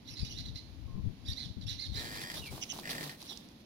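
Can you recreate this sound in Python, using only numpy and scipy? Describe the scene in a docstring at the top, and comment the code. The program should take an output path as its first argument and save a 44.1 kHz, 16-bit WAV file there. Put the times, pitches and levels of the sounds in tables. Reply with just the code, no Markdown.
"""A rooster dust-bathes in dry dirt near a phone: feathers and sand rustle by friction, quills ring
as damped resonators, feet thud, grit ticks and the shaking wing thrums. To the right, sparrows
squabble in harsh two-voiced chirps, harmonic sources filtered by throat and beak; other birds whistle
or call sharply. Turbulent wind buffets the left microphone port over a quiet yard."""
import sys
import numpy as np
from scipy import signal
from scipy.fft import rfft, irfft, next_fast_len
from scipy.io import wavfile

SR = 44100
rng = np.random.default_rng(int(sys.argv[2]) if len(sys.argv) > 2 else 0)


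def digitize_waveform(pressure):
    """Quantize a signal to 16-bit integers and store it at the path in sys.argv[1].

    Rows of a 2-D input are taken as channels; values are limited to [-1, 1].
    """
    field = np.atleast_2d(pressure).T
    bounded = np.clip(field, -1, 1)
    quanta = np.round(bounded * 32767).astype(np.int16)
    wavfile.write(sys.argv[1], SR, quanta)


N = 160965
ECHO_T60_S = .42
ROOSTER_PAN_DB = 4  # left minus right


def undb(db):
    """Amplitude ratio of a level in decibels."""
    return 10 ** (np.asarray(db) / 20)


def unit(x):
    """Normalisation to an RMS of 1."""
    return x / np.sqrt(np.mean(x ** 2))


def colour(x, spectrum, power=1):
    """Zero-phase filtering by a response (f/Hz, gain/dB) raised to a power."""
    size = next_fast_len(N + 8192)
    hz, db = np.array(spectrum).T
    log_f = np.log(np.fft.rfftfreq(size, 1 / SR) + 1)
    gain = undb(power * np.interp(log_f, np.log(hz), db))
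    return irfft(rfft(x, size) * gain, size)[..., :N]


def wander(rate_hz, size=N):
    """Random modulation: low-passed noise with an RMS of 1."""
    lowpass = signal.butter(2, rate_hz, fs=SR, output="sos")
    return unit(signal.sosfilt(lowpass, rng.standard_normal(size + 4000))[4000:])


def envelope(table, column):
    """Amplitude envelope, linear in decibels between rows and silent outside them."""
    rows = np.array(table)
    return undb(np.interp(np.arange(N) / SR, rows[:, 0], rows[:, column], -120, -120))


def impulses(rows):
    """Ideal impacts: one impulse for each row (t/s, level/dB)."""
    x = np.zeros(N)
    for start, db in rows:
        x[int(start * SR)] += undb(db)
    return x


def ring(x, hz, width_hz):
    """Damped resonance: the wider the band, the faster the decay."""
    radius = np.exp(-np.pi * width_hz / SR)
    return signal.lfilter([.5, 0, -.5], [1, -2 * radius * np.cos(2 * np.pi * hz / SR), radius ** 2], x)


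def diffuse_noise():
    """A diffuse field at two ports: alike in the bass, independent in the treble."""
    common, separate = rng.standard_normal(N), rng.standard_normal((2, N))
    lowpass = signal.butter(2, 826, fs=SR, output="sos")
    return separate + signal.sosfilt(lowpass, common - separate)


def place(x, pan_db, t60, echo_db, left_lag_s=0):
    """Superposition of direct sound and exponentially decaying scatter; positive pan is to the left."""
    t = np.arange(int(t60 * SR)) / SR
    tail = rng.standard_normal((2, SR))[:, :len(t)] * 1000. ** (-t / t60) * (t > .001)
    tail *= undb(echo_db) / np.sqrt(np.sum(tail ** 2, axis=1, keepdims=True))
    direct = np.array([np.roll(x, round(left_lag_s * SR)), x])
    echoes = signal.fftconvolve(x[None], tail, axes=1)[:, :N]
    return (direct + echoes) * undb([[pan_db / 2], [-pan_db / 2]])


def note(length, start_hz, bend_hz, end_hz, bend_at, curvature=1.6, attack=.3, release=.35):
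    """Frequency and envelope of a glide: two power-law arcs meeting at a bend, with soft edges."""
    u = np.linspace(0, 1, int(length * SR))
    before = (start_hz - bend_hz) * np.abs(1 - u / bend_at) ** curvature
    after = (end_hz - bend_hz) * np.abs((u - bend_at) / (1 - bend_at)) ** curvature
    edge = np.minimum(np.minimum(u / attack, (1 - u) / release), 1)
    return bend_hz + np.where(u < bend_at, before, after), np.sin(np.pi / 2 * edge)


def phase_of(hz):
    """Phase as the time integral of frequency."""
    return 2 * np.pi * np.cumsum(hz) / SR


# Outdoor background spectrum: f/Hz, level/dB
YARD_SPECTRUM = [(32, -19), (55, -2.5), (145, -2), (275, 0.5), (393, -13.5), (1040, -21.5), (1310, -25.5),
                 (2320, -22), (2870, -23), (4000, -20.5), (6580, -31.5), (8300, -47.5), (9800, -32.5),
                 (13700, -38), (15800, -44)]


def yard(level_db=-55.5):
    """Distant outdoor sound forms a diffuse field that swells a little."""
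    swell = undb(.7 * wander(2.5))
    return unit(colour(diffuse_noise(), YARD_SPECTRUM)) * undb(level_db) * swell


# Gusts: t/s, rumble level/dB, flutter level/dB
GUSTS = [(0.0, -83, -80), (0.13, -47, -59), (0.16, -63, -86), (0.23, -33.5, -37.5), (0.26, -48, -53),
         (0.56, -46.5, -48.5), (0.58, -56.5, -79), (0.74, -50, -64.5), (0.99, -45, -35), (1.03, -40, -45),
         (1.08, -37.5, -38), (1.14, -88, -55.5), (1.16, -54.5, -77), (1.32, -44, -45.5), (1.38, -70, -60),
         (1.43, -46.5, -55), (1.51, -48.5, -46.5), (1.55, -59, -81), (1.57, -66, -43), (1.66, -41, -49),
         (1.83, -62, -64.5), (1.92, -35.5, -45), (1.94, -42.5, -59), (2.04, -54.5, -58), (2.23, -57, -83.5),
         (2.3, -67, -81), (2.41, -45, -65), (2.49, -71, -66), (2.5, -45.5, -55), (2.8, -78, -80)]
# Spectra of the low rumble and the flutter above it: f/Hz, level/dB
RUMBLE_SPECTRUM = [(20, -50), (40, -9), (60, 2), (110, 2), (150, -7.5), (250, -56), (1500, -110)]
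FLUTTER_SPECTRUM = [(80, -3), (130, -1), (200, -3.5), (300, -20.5), (500, -30), (1000, -51), (3000, -110)]


def wind(left_db=5, right_db=-11):
    """Turbulence makes low-frequency pressure fluctuations, strongest at the left port."""
    out = 0
    for column, spectrum in ((1, RUMBLE_SPECTRUM), (2, FLUTTER_SPECTRUM)):
        eddies = [rng.standard_normal(N) * undb(2 * wander(14.2)) for _ in range(2)]
        pressure = np.array([unit(colour(port, spectrum)) for port in eddies])
        out = out + pressure * envelope(GUSTS, column)
    return out * undb([[left_db], [right_db]])


def bird_voice(notes, beak, echo_db, warble=.066, buzz_depth=1.2, odd_db=-4):
    """Source and filter: harmonics, modulated in frequency and amplitude, pass through throat and beak."""
    out, jitter, buzz = np.zeros(N), wander(rate_hz=450), wander(rate_hz=350)
    beak_hz, beak_db = np.array(beak).T
    for k, (start, length, *pitches, bend_at, db, roughness) in enumerate(notes):
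        hz, env = note(length, *pitches, np.clip(bend_at, .01, .99))
        own = slice(k * 4000, k * 4000 + len(hz))  # each note has its own stretch of modulation
        phase = phase_of(hz * (1 + warble * roughness * jitter[own]))
        tone = 0
        for h in range(1, 7):
            gain_db = np.interp(np.log(h * hz), np.log(beak_hz), beak_db) + odd_db * (h % 2)
            tone = tone + undb(gain_db) * np.sin(h * phase) * (h * hz < beak_hz[-1])
        tone *= 1 + buzz_depth * roughness * buzz[own]
        out[int(start * SR):][:len(hz)] += undb(db) * env * unit(tone)
    to_right = dict(pan_db=-3, left_lag_s=.00052)
    early = place(out, t60=.025, echo_db=[[7], [-5]], **to_right)  # more scatter at the left port
    late = place(out, t60=ECHO_T60_S, echo_db=echo_db + 6, **to_right)  # +6 offsets the halving
    return (early + late) / 2


# Sparrow notes: t/s, length/s, start f/Hz, bend f/Hz, end f/Hz, bend place (0-1), level/dB, roughness
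SPARROW_NOTES = [(.048, 0.033, 1640, 2290, 2150, 0.9, -62, 0.6),
                 (.066, 0.041, 1680, 1790, 2260, 0.02, -53, 0.74),
                 (.075, 0.083, 2360, 2850, 2465, 0.03, -55, 0.69),
                 (.152, 0.08, 1894, 2140, 2023, 0.58, -49, 1.06),
                 (.184, 0.076, 2710, 2630, 2070, 0.15, -52.5, 0.4),
                 (.238, 0.057, 2030, 1902, 1886, 0, -55, 0.9),
                 (.244, 0.021, 2260, 2960, 2820, 0.45, -51, 0.65),
                 (.258, 0.039, 2650, 2640, 2040, 0, -55.5, .6),
                 (.288, 0.051, 2050, 2996, 2730, .33, -51, 0.48),
                 (.308, 0.027, 2210, 2180, 2200, 0.4, -53.5, 0.7),
                 (.324, 0.059, 1444, 1956, 1950, 1, -55, 0.37),
                 (.362, 0.067, 2835, 2893, 2420, .2, -58.5, 0.84),
                 (.366, 0.054, 1940, 2034, 1890, 0.7, -48.5, 1.06),
                 (.44, 0.0645, 1857, 1972, 1980, 0.58, -52, 0.83),
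                 (.548, 0.052, 1807, 2190, 2150, 0.6, -49.5, .7),
                 (.546, 0.047, 2430, 2480, 3440, .05, -59, 0.65),
                 (1.248, 0.026, 1640, 1644, 2190, 0, -56, 0.15),
                 (1.256, 0.032, 2350, 2400, 3750, 0.6, -55, 0.8),
                 (1.275, 0.044, 1770, 1876, 1840, 0.03, -43.5, 0.55),
                 (1.27, 0.087, 2480, 2787, 2830, 0.44, -62, .5),
                 (1.308, 0.036, 2400, 2340, 1850, .1, -49.5, 1),
                 (1.361, 0.045, 1810, 1860, 2750, .06, -47.5, 0.34),
                 (1.385, 0.087, 1840, 2091, 1458, 0.38, -47, 0.71),
                 (1.608, 0.04, 2200, 2145, 1670, 0, -55.5, 1.21),
                 (1.661, .03, 2690, 2675, 2620, 0.9, -54, .5),
                 (1.664, 0.079, 1800, 1973, 1970, 0.59, -45, 0.94),
                 (1.69, 0.074, 2813, 2814, 2800, .6, -54.5, 0.77),
                 (1.715, 0.061, 2390, 2480, 1840, .1, -58, 0.7),
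                 (1.779, 0.046, 1920, 1975, 2880, 0.15, -47, 0.65),
                 (1.802, 0.077, 2020, 2130, 1443, .4, -45, 0.54),
                 (1.915, 0.078, 1984, 2000, 1910, 0.56, -53, 0.94),
                 (1.936, 0.039, 1950, 2028, 2746, .05, -49, 0.77),
                 (1.96, 0.069, 2005, 2046, 1604, 0.41, -44, 0.72),
                 (2.355, 0.053, 1813, 1750, 2250, 0.58, -50, 0.75),
                 (3.282, 0.058, 1888, 1862, 1513, 0.49, -47, 0.74),
                 (3.268, 0.038, 2640, 2640, 2510, 0.46, -57, 1.07)]
# Response of throat and beak: f/Hz, gain/dB
SPARROW_BEAK = [(1400, -27), (2000, -5.5), (2400, -0.5), (3050, 3.5), (3700, 7.5), (4400, 10), (5600, 0.5),
                (7000, -13), (8300, -26.5), (11000, -7.5), (14000, -45)]


def sparrows():
    """Rapid modulation spreads each harmonic into a harsh band; overlapping notes give two voices."""
    return bird_voice(SPARROW_NOTES, SPARROW_BEAK, echo_db=-4)


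# Whistles: t/s, length/s, start f/Hz, bend f/Hz, end f/Hz, bend place (0-1), level/dB, pan/dB
WHISTLE_NOTES = [(.861, .151, 1075, 1052, 1032, .51, -61, 0), (2.148, .072, 2230, 2380, 2680, .41, -53, 4),
                 (2.412, .058, 3100, 2740, 2560, .5, -49, 3), (2.456, .048, 2520, 2330, 2200, .5, -47, 3),
                 (2.453, .046, 3580, 4380, 3690, .5, -56, -3)]


def whistles():
    """Nearly sinusoidal oscillation: clear glides from birds farther off."""
    out, flutter, jitter = 0, undb(2.5 * wander(150)), wander(200)
    for start, length, *contour, db, pan_db in WHISTLE_NOTES:
        hz, env = note(length, *contour)
        tone, onset = np.zeros(N), int(start * SR)
        span = slice(onset, onset + len(hz))
        tone[span] = undb(db) * env * np.sin(phase_of(hz * (1 + .025 * jitter[span])))
        out = out + place(tone * flutter, pan_db, ECHO_T60_S, echo_db=-8)
    return out


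# Strokes of feathers through sand: t/s, hiss level/dB, scrape level/dB
STROKES = [(1.9, -90, -73), (1.986, -62.5, -52), (2.284, -60, -53), (2.376, -57.5, -51.5),
           (2.502, -59, -62), (2.526, -58, -49.5), (2.708, -65, -62.5), (2.732, -53, -51),
           (2.78, -62.5, -53.5), (2.79, -62, -51), (2.804, -66.5, -54), (2.902, -54.5, -54.5),
           (2.94, -54, -49), (3.06, -54.5, -49.5), (3.148, -64, -60.5), (3.204, -61, -66),
           (3.254, -65.5, -57), (3.268, -61, -78), (3.316, -74, -53), (3.364, -66, -69),
           (3.384, -78, -61.5), (3.62, -77.5, -103), (3.63, -99, -89)]
# Spectra of the bright hiss and the dull scrape: f/Hz, level/dB
HISS_SPECTRUM = [(1200, -10.5), (2000, -10.5), (4000, 2.5), (6000, -6), (8000, -17.5), (10000, -3.5),
                 (12000, -19.5), (14200, -6.5), (15700, -75)]
SCRAPE_SPECTRUM = [(90, -5.5), (155, 4.5), (200, 3), (280, 2.5), (500, -5), (1000, -9.5), (1500, -18.5)]


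def rustle(grains_per_s=3800):
    """Friction noise: tiny collisions of sand and feather modulate a hiss above a dull scrape."""
    hits = rng.random(N) < grains_per_s / SR
    strength = undb(4 * np.minimum(rng.exponential(size=N), 4))
    grains = signal.lfilter([1], [1, -.97], hits * strength)
    hiss = unit(colour(diffuse_noise() * (.5 + unit(grains)), HISS_SPECTRUM))
    hiss *= envelope(STROKES, column=1) * undb(7.5 + 4 * wander(15))
    scrape = unit(colour(diffuse_noise(), SCRAPE_SPECTRUM))
    scrape *= envelope(STROKES, column=2) * undb(3 + 1.3 * wander(33.5))
    return hiss * undb([[ROOSTER_PAN_DB / 2], [-ROOSTER_PAN_DB / 2]]) + scrape


def rattle_clicks(from_s=1.955, to_s=2.3413):
    """An impulse train that slows, grows and rises in pitch; rows are t/s, level/dB, tuning ratio."""
    from_last = np.arange(128.)
    growth = .97 ** from_last
    gaps = .005 + .0076 * growth + .0118 * .4 ** from_last  # the last gaps stretch quickly
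    times = to_s - np.cumsum(gaps) + gaps * (1 + .03 * rng.standard_normal(128))
    levels = -45 + 5 * growth + 2 * rng.standard_normal(128)
    tunings = np.interp(times, [from_s, to_s], [.945, 1])
    return [row for row in zip(times, levels, tunings) if row[0] > from_s]


# Quill clicks as the wing shakes: t/s, level/dB
SHAKE_CLICKS = [(2.8331, -46), (2.8422, -43), (2.8552, -36.5), (2.8745, -33.5), (2.8933, -33.5),
                (2.9146, -36.5), (2.9308, -34.5), (2.951, -34.5), (2.9816, -33.5), (3.0089, -35),
                (3.029, -36), (3.064, -48), (3.0948, -38), (3.126, -46), (3.146, -51)]
# Quill modes: f/Hz, bandwidth/Hz, level/dB
QUILL_MODES = [(730, 250, -8), (1900, 150, 3), (2440, 160, -9), (3300, 220, -3), (4800, 300, 0),
               (7250, 350, -10), (10300, 1500, -18)]


def quills(fuzz_db=-25, fuzz_s=.012):
    """Impacts excite the damped modes of the quills: first a rattle, then the duller wing shake."""
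    rattle = [(start, db, tuning, 0) for start, db, tuning in rattle_clicks()]
    shake = [(start, db, .965, -10) for start, db in SHAKE_CLICKS]
    t, out = np.arange(SR // 20) / SR, np.zeros(N)
    for start, db, tuning, treble_db in rattle + shake:
        kick = (t == 0) + undb(fuzz_db) * rng.standard_normal(len(t)) * np.exp(-t / fuzz_s)
        tuning *= 1 + .01 * rng.standard_normal()
        for hz, width_hz, mode_db in QUILL_MODES:
            gain = undb(db + mode_db + treble_db * (hz > 3000))
            out[int(start * SR):][:len(t)] += gain * ring(kick, hz * tuning, width_hz)
    return place(out, ROOSTER_PAN_DB, t60=.12, echo_db=-7, left_lag_s=.00038)


# Feet striking the dirt: t/s, level/dB
FOOTFALLS = [(2.446, -49), (2.52, -48), (2.527, -38.5), (2.579, -33), (2.73, -34), (2.763, -34),
             (2.789, -28.5), (3.051, -41), (3.226, -41), (3.32, -38)]


def thuds(hz=686, width_hz=530, gain_db=-20):
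    """Heavy damping: a foot striking dirt gives a low resonance that dies at once."""
    knocks = ring(impulses(FOOTFALLS), hz, width_hz)
    return place(ring(knocks, hz, width_hz) * undb(gain_db), pan_db=0, t60=.03, echo_db=-8)


# Sharp calls: t/s, length/s, start f/Hz, bend f/Hz, end f/Hz, bend place (0-1), level/dB, roughness
NEAR_NOTES = [(2.611, 0.0356, 2656, 3040, 2710, 0.55, -41, 0.91),
              (2.69, 0.0385, 2926, 3085, 2765, 0.39, -40, 0.57)]
# Response of the nearer bird's beak: f/Hz, gain/dB
NEAR_BEAK = [(2000, -4), (3000, 5), (5900, 3), (9000, -14), (12000, -34), (14000, -50)]


def sharp_calls():
    """A nearer bird sounds drier: its ratio of direct to reverberant sound is higher."""
    return bird_voice(NEAR_NOTES, NEAR_BEAK, echo_db=-14)


# Single impacts of grit: t/s, level/dB
GRIT_HITS = [(2.7772, -40), (3.2271, -37), (3.3743, -33), (3.4879, -47)]


def grit(hz=4960, width_hz=3000):
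    """Brief contact gives a broad spectrum: small grains strike with a high tick."""
    ticks = ring(impulses(GRIT_HITS), hz, width_hz)
    return place(ring(ticks, hz, width_hz), pan_db=0, t60=.015, echo_db=-6)


def wing_thrum(start_s=2.86, length_s=.28, pitch_hz=155, level_db=-51):
    """The shaking wing radiates a low tone, randomly modulated in frequency and amplitude."""
    hz, env = note(length_s, pitch_hz, pitch_hz, pitch_hz, bend_at=.5)
    hz *= 1 + .028 * wander(11, size=len(hz))
    tone = np.zeros(N)
    tone[int(start_s * SR):][:len(hz)] = env * np.sin(phase_of(hz))
    return tone * undb(level_db + 5 * wander(11))


def scene():
    """Linear superposition: the pressures of all sources add at each port."""
    return (yard() + wind() + sparrows() + whistles() + rustle() + quills()
            + thuds() + sharp_calls() + grit() + wing_thrum())


# Response of the left port relative to the right: f/Hz, gain/dB
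PORT_DIFFERENCE = [(700, 0), (1300, 2), (2400, -3), (4400, -10), (8100, -7), (11000, 0), (15000, 8)]


def record(dry):
    """Frequency response: the two ports differ in colour, and a steep low-pass limits the band."""
    ports = np.array([colour(dry[0], PORT_DIFFERENCE, .5), colour(dry[1], PORT_DIFFERENCE, -.5)])
    return signal.sosfilt(signal.ellip(10, .2, 70, 15800, fs=SR, output="sos"), ports)


dry = scene()
out = record(dry)
digitize_waveform(out)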